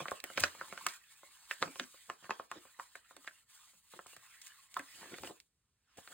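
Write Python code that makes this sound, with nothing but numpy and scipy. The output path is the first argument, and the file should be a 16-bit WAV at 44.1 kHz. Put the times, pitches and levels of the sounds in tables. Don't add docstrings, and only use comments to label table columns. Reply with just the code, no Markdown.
import sys
import numpy as np
from scipy import signal
from scipy.fft import rfft, irfft, next_fast_len
from scipy.io import wavfile
from scipy.ndimage import uniform_filter1d, map_coordinates

SR = 44100
rng = np.random.default_rng(int(sys.argv[2]) if len(sys.argv) > 2 else 0)


def store_wav(level_fs):
    pcm = np.round(np.clip(np.atleast_2d(level_fs), -1, 1) * 32767)
    wavfile.write(sys.argv[1], SR, pcm.T.astype(np.int16))


N = 270333

# start in seconds, relative level in dB, dent pitch in Hz,
# thud offset in dB, crack offset in dB, crack pitch in Hz.
BUCKLES = [(0.054, -30.5, 1240, -12.5, -32, 2980), (0.081, -32, 1900, -7.5, -10, 3980),
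           (0.238, -35, 1780, -6.5, -12.5, 2600), (0.299, -41.5, 1390, -3.5, -26, 3000),
           (0.373, -28.5, 2130, -7, -0.5, 3000), (0.3766, -24, 1400, -6, -8, 2500),
           (0.435, -15, 1480, -13, -3.5, 4930), (0.610, -29.5, 1390, -12, -22, 2000),
           (0.723, -37.5, 1270, -2.5, -6, 2470), (0.774, -34.5, 1490, -16, -4, 2350),
           (0.8624, -24, 1170, -16.5, -15, 2900), (0.8635, -28, 1840, -20, -15, 2880),
           (1.509, -24.5, 1740, -21.5, -10.5, 2500), (1.6233, -19.5, 1200, -7.5, -6, 3830),
           (1.755, -44, 1120, -5, -0.5, 2820), (1.795, -26.5, 1550, -14, -1, 3530),
           (2.097, -29, 1175, -10.5, -9, 2720), (2.241, -46.5, 1410, -7.5, -7, 2800),
           (2.3048, -24, 1106, -11, -6, 2600), (2.395, -32, 1110, -6.5, -21, 3000),
           (2.5124, -31, 1147, -16, -9.5, 2520), (2.795, -31, 1090, -22, -13, 1900),
           (2.952, -37.5, 1660, -12, -20.5, 2340), (3.107, -47, 1150, -8.5, -19, 2000),
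           (3.164, -50, 1330, -1.5, -2.5, 3680), (3.243, -52.5, 1110, -10, -3, 3300),
           (3.2735, -31.5, 1680, -18, -11, 3330), (3.989, -38, 1230, -7, -15, 2940),
           (4.059, -47, 1100, -6.5, -21, 4200), (4.163, -47, 1570, -7, -15.5, 4100),
           (4.7648, -23, 1155, -18.5, -18, 3470), (4.793, -33, 1730, -11, -16.5, 2530),
           (5.14, -40.5, 2010, -13, -16, 3000), (5.182, -43, 1460, -4, -3.5, 4420),
           (5.232, -36, 865, -1, -5.5, 2460), (5.245, -45, 1850, -10, -2, 2470),
           (5.271, -52, 1070, 7, 11.5, 2800), (6.073, -43, 1430, -14.5, -5.5, 4070)]
# frequency in Hz, gain in dB.
CRACK_SPECTRUM = [(600, -15), (1600, 1), (2600, -1), (4700, 0), (6500, -1.5), (9000, -11.5), (11000, -14.5),
                  (16000, -19.5)]


def amp(db):
    return 10 ** (np.asarray(db) / 20)


def unit(x):
    return x / np.sqrt(np.mean(x ** 2) + 1e-20)


def sized(x):
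    return x / np.sqrt(np.sum(x ** 2) / len(x) / (SR / 1000) + 1e-20)


def along(points, hz):
    knots_hz, values = np.transpose(points)
    return np.interp(np.log(hz + 1), np.log(knots_hz + 1), values)


def wobble(rate):
    knots = rng.standard_normal(int(N * rate / SR) + 4)
    return map_coordinates(knots, [np.arange(N) * rate / SR])


def filtered(x, response):
    n = x.shape[-1]
    padded = next_fast_len(n + 4096, real=True)
    return irfft(rfft(x, padded) * response(np.fft.rfftfreq(padded, 1 / SR)), padded)[..., :n]


def causal(db):
    cepstrum = irfft(np.log(amp(db) + 1e-6))
    half = len(cepstrum) // 2
    cepstrum[1:half] *= 2
    cepstrum[half + 1:] = 0
    return np.exp(rfft(cepstrum))


def resonance(hz, centre, q):
    return 1j * hz * centre / q / (centre ** 2 - hz ** 2 + 1j * hz * centre / q)


def pair(two):
    # frequency in Hz, left-right correlation.
    likeness = [(100, .99), (500, .92), (850, .7), (1300, .88), (2400, .7), (3400, .25), (4500, .65),
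                (5700, .9), (6800, .65), (8500, .97), (10100, .6), (11700, .97), (13300, .45), (14500, .97)]
    turn = lambda hz: np.arccos(np.clip(along(likeness, hz), 0, 1)) / 2
    mid, side = filtered(two, lambda hz: np.array([np.cos(turn(hz)), np.sin(turn(hz))]))
    return np.array([mid + side, mid - side])


def add(track, start_s, sound):
    start = round(start_s * SR)
    sound = sound[:, max(0, -start):]
    part = track[:, max(0, start):][:, :sound.shape[1]]
    part += sound[:, :part.shape[1]]


def grains(n, rate, spread_db):
    size = amp(spread_db * np.minimum(rng.exponential(size=(2, n)), 5))
    slipping = rng.random((2, n)) < rate / SR
    return unit(slipping * size * rng.choice([-1, 1], (2, n)))


def drag_levels(halt_half_width_s=0.026):
    # time in seconds, relative rub in dB, relative hiss in dB.
    drag = [(0.0, -59.5, -60.5), (0.8, -59.5, -62), (0.94, -63, -61.5), (1.019, -70, -71.5),
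            (1.19, -69.5, -68), (1.72, -62.5, -61), (1.91, -69.5, -63.5), (2.059, -68, -66.5),
            (2.75, -70.5, -70.5), (3.28, -72.5, -72.5), (3.94, -79, -69), (4.13, -68.5, -68.5),
            (4.76, -68, -66), (4.93, -60.5, -60.5), (5.03, -59, -63.5), (5.16, -58.5, -62),
            (5.261, -70.5, -60), (5.38, -72, -71.5), (5.47, -101, -85), (5.54, -105, -108),
            (5.8, -92.5, -100), (5.92, -75, -84.5), (6.13, -63, -59)]
    # centre in seconds, dip in dB.
    halts = [(0.222, 10.5), (2.169, 6), (2.49, 8), (3.03, 5.5), (3.454, 11.5), (3.82, 6.5), (4.69, 8.5)]
    t = np.arange(N) / SR
    times, *levels = np.transpose(drag)
    dip_db = sum(db * np.exp(-((t - at) / halt_half_width_s) ** 2) for at, db in halts)
    return [amp(np.interp(t, times, db) - dip_db) for db in levels]


def move_level(moves, attack_s=0.043, sag_db=4, release_s=0.0055):
    t, power = np.arange(N) / SR, np.zeros(N)
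    for start, length, db in moves:
        rise = np.sin(np.pi / 2 * np.clip((t - start) / attack_s, 0, 1)) ** 2
        hold = amp(db - sag_db * np.clip((t - start) / length, 0, 1))
        fall = np.exp(-np.clip((t - start - length) / release_s, 0, 20))
        power += (hold * rise * fall) ** 2
    return np.sqrt(power)


def jolt_level(levels_db, rise_s=0.0067, fall_s=0.026):
    out, t = np.zeros((1, N)), np.arange(-SR // 10, SR // 4) / SR
    swell = np.exp(np.minimum(t / rise_s, -t / fall_s))[None]
    for (start, *_), db in zip(BUCKLES, levels_db):
        add(out, start + t[0], amp(db) * swell)
    return out[0]


def bending_colour(x, depth_db):
    spectra = signal.stft(x, nperseg=512)[2]
    patches = uniform_filter1d(rng.standard_normal(spectra.shape[1:]), size=4, axis=0)
    patches = uniform_filter1d(patches, size=9, axis=1)
    return signal.istft(spectra * amp(depth_db * unit(patches)), nperseg=512)[1][:, :N]


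def friction(spectrum, rate, spread_db, tremble_db, patchy_db):
    slips = bending_colour(pair(grains(N, rate, spread_db)), patchy_db)
    coloured = filtered(slips, lambda hz: causal(along(spectrum, hz)))
    return unit(coloured * amp(tremble_db * wobble(rate=49)))


def hand_rustle(rub_pivot_db=-54, rub_growth=1.4):
    # start in seconds, length in seconds, relative level in dB.
    finger_pushes = [(0.37, .11, -52.5), (0.78, 0.19, -57.5), (1.08, .06, -60), (1.47, 0.07, -52),
                     (1.88, .22, -67), (2.52, 0.16, -66.5), (2.77, .10, -62.5), (2.94, .04, -57.5),
                     (3.07, .05, -63), (3.18, .21, -67.5), (3.47, .24, -63), (3.89, .09, -58.5),
                     (4.06, .09, -58), (4.21, .06, -62.5), (4.30, .06, -62), (4.41, .11, -59),
                     (5.22, .08, -56), (5.96, .05, -59)]
    sleeve_shifts = [(-0.03, 0.058, -47.5), (0.38, 0.079, -65), (0.48, 0.4, -68.5), (1.63, 0.053, -51),
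                     (2.215, 0.052, -56.5), (2.51, 0.075, -56), (4.93, 0.37, -65), (4.995, 0.033, -54.5),
                     (5.02, 0.186, -62.5), (5.105, .042, -53.5), (5.22, 0.1, -57.5), (5.96, 0.029, -49.5),
                     (6.08, 0.055, -61)]
    # frequency in Hz, gain in dB.
    handling_spectrum = [(25, -43), (60, -11.5), (100, 0.5), (170, -1.5), (300, 5), (520, -1), (800, -2.5),
                         (1500, -19), (4000, -74)]
    rub_spectrum = [(200, -53.5), (600, -14.5), (880, -3), (1100, 2.5), (1800, 3), (2300, 0.5), (3400, -1),
                    (5000, -4.5), (8000, -12), (16000, -42.5)]
    hiss_spectrum = [(1000, -35), (3000, -3), (4400, 1), (5500, -5.5), (7200, 3.5), (10300, 0),
                     (12000, -10.5), (14000, -3.5)]
    handling = friction(handling_spectrum, rate=1200, spread_db=2.5, tremble_db=3, patchy_db=3)
    rub = friction(rub_spectrum, rate=4400, spread_db=1, tremble_db=0, patchy_db=5)
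    creases = friction(rub_spectrum, rate=280, spread_db=1.5, tremble_db=0, patchy_db=7.5)
    ticks = friction(CRACK_SPECTRUM, rate=1200, spread_db=3, tremble_db=3.5, patchy_db=4)
    hiss = friction(hiss_spectrum, rate=8000, spread_db=2.4, tremble_db=1.4, patchy_db=2.1)

    drag_rub, drag_hiss = drag_levels()
    push, shift = move_level(finger_pushes), move_level(sleeve_shifts)
    pressed = amp(rub_pivot_db) * (push / amp(rub_pivot_db)) ** rub_growth
    _, pop_db, _, thud_db, crack_db, _ = np.transpose(BUCKLES)
    together = lambda *levels: np.sqrt(sum(level ** 2 for level in levels))
    handling_level = together(shift, amp(-24) * drag_rub, amp(-23) * jolt_level(pop_db + thud_db))
    rub_level = together(pressed, drag_rub, amp(-3) * shift, amp(-33) * jolt_level(pop_db))
    hiss_level = together(push, amp(1.5) * drag_hiss)
    tick_level = together(amp(-20) * jolt_level(pop_db + crack_db), amp(-9) * shift)
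    return (amp(-1) * handling_level * handling
            + rub_level * (rub + amp(-5) * creases)
            + amp(1) * hiss_level * hiss
            + tick_level * ticks)


def blow(t, t60, run_db=-4, run_rise_s=0.0012, creak_db=-22, creak_rise_s=0.004):
    after = np.maximum(t, 0)
    slips = pair(grains(len(t), rate=5000, spread_db=2))
    run = slips * amp(-60 * after / t60) * (1 - np.exp(-after / run_rise_s))
    creak = slips * (t < 0) * np.exp(-np.abs(t) / creak_rise_s)
    return ((t == 0) + amp(run_db) * run / np.linalg.norm(run[0])
            + amp(creak_db) * creak / np.linalg.norm(creak[0]))


def dent_tone(hz, pitch, crack_db):
    cutoff_hz = 3.8 * pitch * amp(0.2 * crack_db)
    rolloff = causal(-10 * np.log10(1 + (hz / cutoff_hz) ** 10))
    main_mode = resonance(hz, pitch, q=2.13) ** 2 * rolloff
    upper_mode = resonance(hz, 1.65 * pitch, q=4) ** 2
    return main_mode + np.minimum(amp(crack_db + 3), 0.6) * upper_mode


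def snap_tone(hz, spectrum, pitch, q, boost_db):
    return causal(along(spectrum, hz)) * (1 + amp(boost_db) * resonance(hz, pitch, q))


def pops_and_taps(dispersion=0.0462, dent_lag_s=0.0013, crack_lag_s=0.0013):
    # start in seconds, relative level in dB.
    taps = [(0.001, -33), (0.114, -27.5), (0.547, -49.5), (1.23, -48.5), (1.617, -40), (1.674, -44),
            (1.94, -53), (2.09, -45.5), (2.223, -57.5), (2.292, -32.5), (2.65, -50.5), (2.788, -47),
            (3.732, -66), (3.934, -45.5), (4.129, -55.5), (5.027, -43.5), (5.054, -50.5)]
    tap_hz, tap_thud_db, tap_crack_db, tap_crack_hz = 1061, -2.5, -28, 3000
    tap_rows = [(*tap, tap_hz, tap_thud_db, tap_crack_db, tap_crack_hz) for tap in taps]
    # frequency in Hz, gain in dB.
    thud_spectrum = [(25, -35), (60, -13.5), (150, -11), (330, -3.5), (530, 3.5), (750, 0), (1200, -24.5),
                     (3000, -76)]
    lead_in = SR // 40
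    out, t = np.zeros((2, N)), (np.arange(SR // 7) - lead_in) / SR
    chirp = lambda hz: np.exp(-2j * np.pi * dispersion * 2 * (np.sqrt(hz) - hz / np.sqrt(2 * SR)))
    for start, db, pitch, thud_db, crack_db, crack_hz in BUCKLES + tap_rows:
        dent = filtered(blow(t, t60=0.035), lambda hz: dent_tone(hz, pitch, crack_db) * chirp(hz))
        thud = filtered(blow(t, t60=0.071), lambda hz: causal(along(thud_spectrum, hz)) * chirp(hz))
        crack = filtered(blow(t, t60=0.016),
                         lambda hz: snap_tone(hz, CRACK_SPECTRUM, crack_hz, q=8.7, boost_db=16.5))
        at = start + dent_lag_s - lead_in / SR
        add(out, at, amp(db) * sized(dent) + amp(db + thud_db + 1) * sized(thud))
        add(out, at + crack_lag_s, amp(db + crack_db - 1) * sized(crack))
    return out


def panel_flexes(t60=0.094, rise_s=0.0054, gain_db=8):
    # start in seconds, relative level in dB, pitch in Hz.
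    flexes = [(0.009, -48.5, 145), (0.407, -44, 86), (1.65, -52.5, 178), (1.676, -51, 287),
              (1.801, -44.5, 248), (2.553, -50, 355), (3.171, -62, 271), (3.744, -76, 188),
              (3.955, -58, 357), (4.17, -68, 119), (4.794, -50, 280), (5.2, -58, 91), (5.289, -55, 332)]
    out, t = np.zeros((2, N)), np.arange(SR // 6) / SR
    envelope = amp(-60 * t / t60) * (1 - np.exp(-t / rise_s))
    for start, db, pitch in flexes:
        shake = pair(rng.standard_normal((2, len(t)))) * envelope
        ring = filtered(shake, lambda hz: resonance(hz, pitch, q=7) * resonance(hz, pitch, q=0.23))
        add(out, start, amp(db + gain_db) * sized(ring))
    return out


def flower_crackles(rise_s=0.00038):
    # start in seconds, level in dB, seconds to fade by 30 dB, pitch in Hz.
    breaks = [(0.1103, -38, 0.022, 8980), (0.201, -39.5, 0.007, 4124), (0.24, -31, 0.0067, 14000),
              (0.335, -48.5, .005, 3900), (0.397, -26.5, 0.037, 8690), (0.402, -25.5, 0.02, 14500),
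              (0.8658, -23.5, 0.0062, 7990), (0.885, -33.5, 0.05, 4600), (0.9354, -45, 0.024, 7005),
              (1.512, -41, 0.032, 9380), (2.515, -43.5, 0.005, 9260), (2.955, -47.5, 0.013, 10210),
              (3.165, -47, 0.005, 7600), (4.066, -45, 0.025, 8070), (4.164, -46.5, 0.016, 8450),
              (4.415, -42, 0.025, 6800), (4.464, -39.5, 0.032, 7470), (4.7406, -41.5, 0.013, 7200),
              (4.771, -41.5, 0.011, 14820), (4.791, -41.5, 0.034, 8380), (5.094, -48.5, 0.054, 2760),
              (5.4, -47.5, 0.014, 4770), (5.9706, -47, 0.06, 7300)]
    # frequency in Hz, gain in dB.
    petal_spectrum = [(500, -28), (2000, 4), (4200, -0.5), (9000, -3), (12000, -10.5), (15500, -6.5)]
    out, t = np.zeros((2, N)), np.arange(SR // 8) / SR
    for start, db, fade_s, pitch in breaks:
        envelope = amp(-30 * t / fade_s) * (1 - np.exp(-t / rise_s))
        fractures = pair(grains(len(t), rate=3700, spread_db=4)) * envelope
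        snap = filtered(fractures, lambda hz: snap_tone(hz, petal_spectrum, pitch, q=1.9, boost_db=5))
        add(out, start, amp(db) * sized(snap))
    return out


def table_flutter(x, trip_s=0.0056, trip_db=-12.5, dull_hz=1480):
    trip = lambda hz: amp(trip_db) * np.exp(-2j * np.pi * hz * trip_s) / (1 + (hz / dull_hz) ** 2)
    return filtered(x, lambda hz: 1 / (1 - trip(hz)))


def room_reverb(x):
    # frequency in Hz, seconds to fade by 60 dB.
    decay_times = [(100, 0.18), (300, 0.23), (1000, 0.22), (4000, 0.044), (14000, 0.033)]
    hz, t, spectra = signal.stft(rng.standard_normal((2, SR // 2)), SR, nperseg=256)
    decay = amp(-60 * t / along(decay_times, hz)[:, None])
    tail = signal.istft(spectra * decay, SR, nperseg=256)[1]
    tail = np.pad(tail, ((0, 0), (SR // 200, 0)))
    return signal.fftconvolve(x, tail / np.linalg.norm(tail[0]), axes=1)[:, :N]


def room_tone(level_db=-85):
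    # frequency in Hz, gain in dB.
    air_spectrum = [(20, -23), (55, -2), (120, -6.5), (330, -17.5), (700, -24), (2000, -24.5),
                    (9000, -23.5), (16000, -35.5)]
    noise = pair(rng.standard_normal((2, N)))
    return amp(level_db) * unit(filtered(noise, lambda hz: amp(along(air_spectrum, hz))))


def scene(wet_db=-16):
    sleeve = pops_and_taps() + panel_flexes() + flower_crackles() + hand_rustle()
    return table_flutter(sleeve) + amp(wet_db) * room_reverb(sleeve) + room_tone()


def record(dry, top_hz=16050):
    # frequency in Hz, left minus right in dB.
    balance = [(400, 0.5), (900, -1.5), (1400, -1), (2500, -3), (4700, -2.5), (5800, -2.5), (9000, 1),
               (15000, 0.5)]
    # frequency in Hz, radians by which the left leads.
    phase_lead = [(0, 0), (500, -.4), (800, -.95), (1150, -.05), (2900, .25), (4300, 1.7), (5600, 3.14),
                  (7900, 6.15), (9300, 6.4), (11200, 9.3), (12700, 9.7), (13900, 12.45), (16000, 12.57)]

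    def microphones(hz):
        phase = np.interp(hz, *np.transpose(phase_lead))
        left = amp(along(balance, hz) / 2) * np.exp(0.5j * phase)
        return np.array([left, 1 / left]) * (hz < top_hz)
    return filtered(dry, microphones)


dry = scene()
out = record(dry)
store_wav(out)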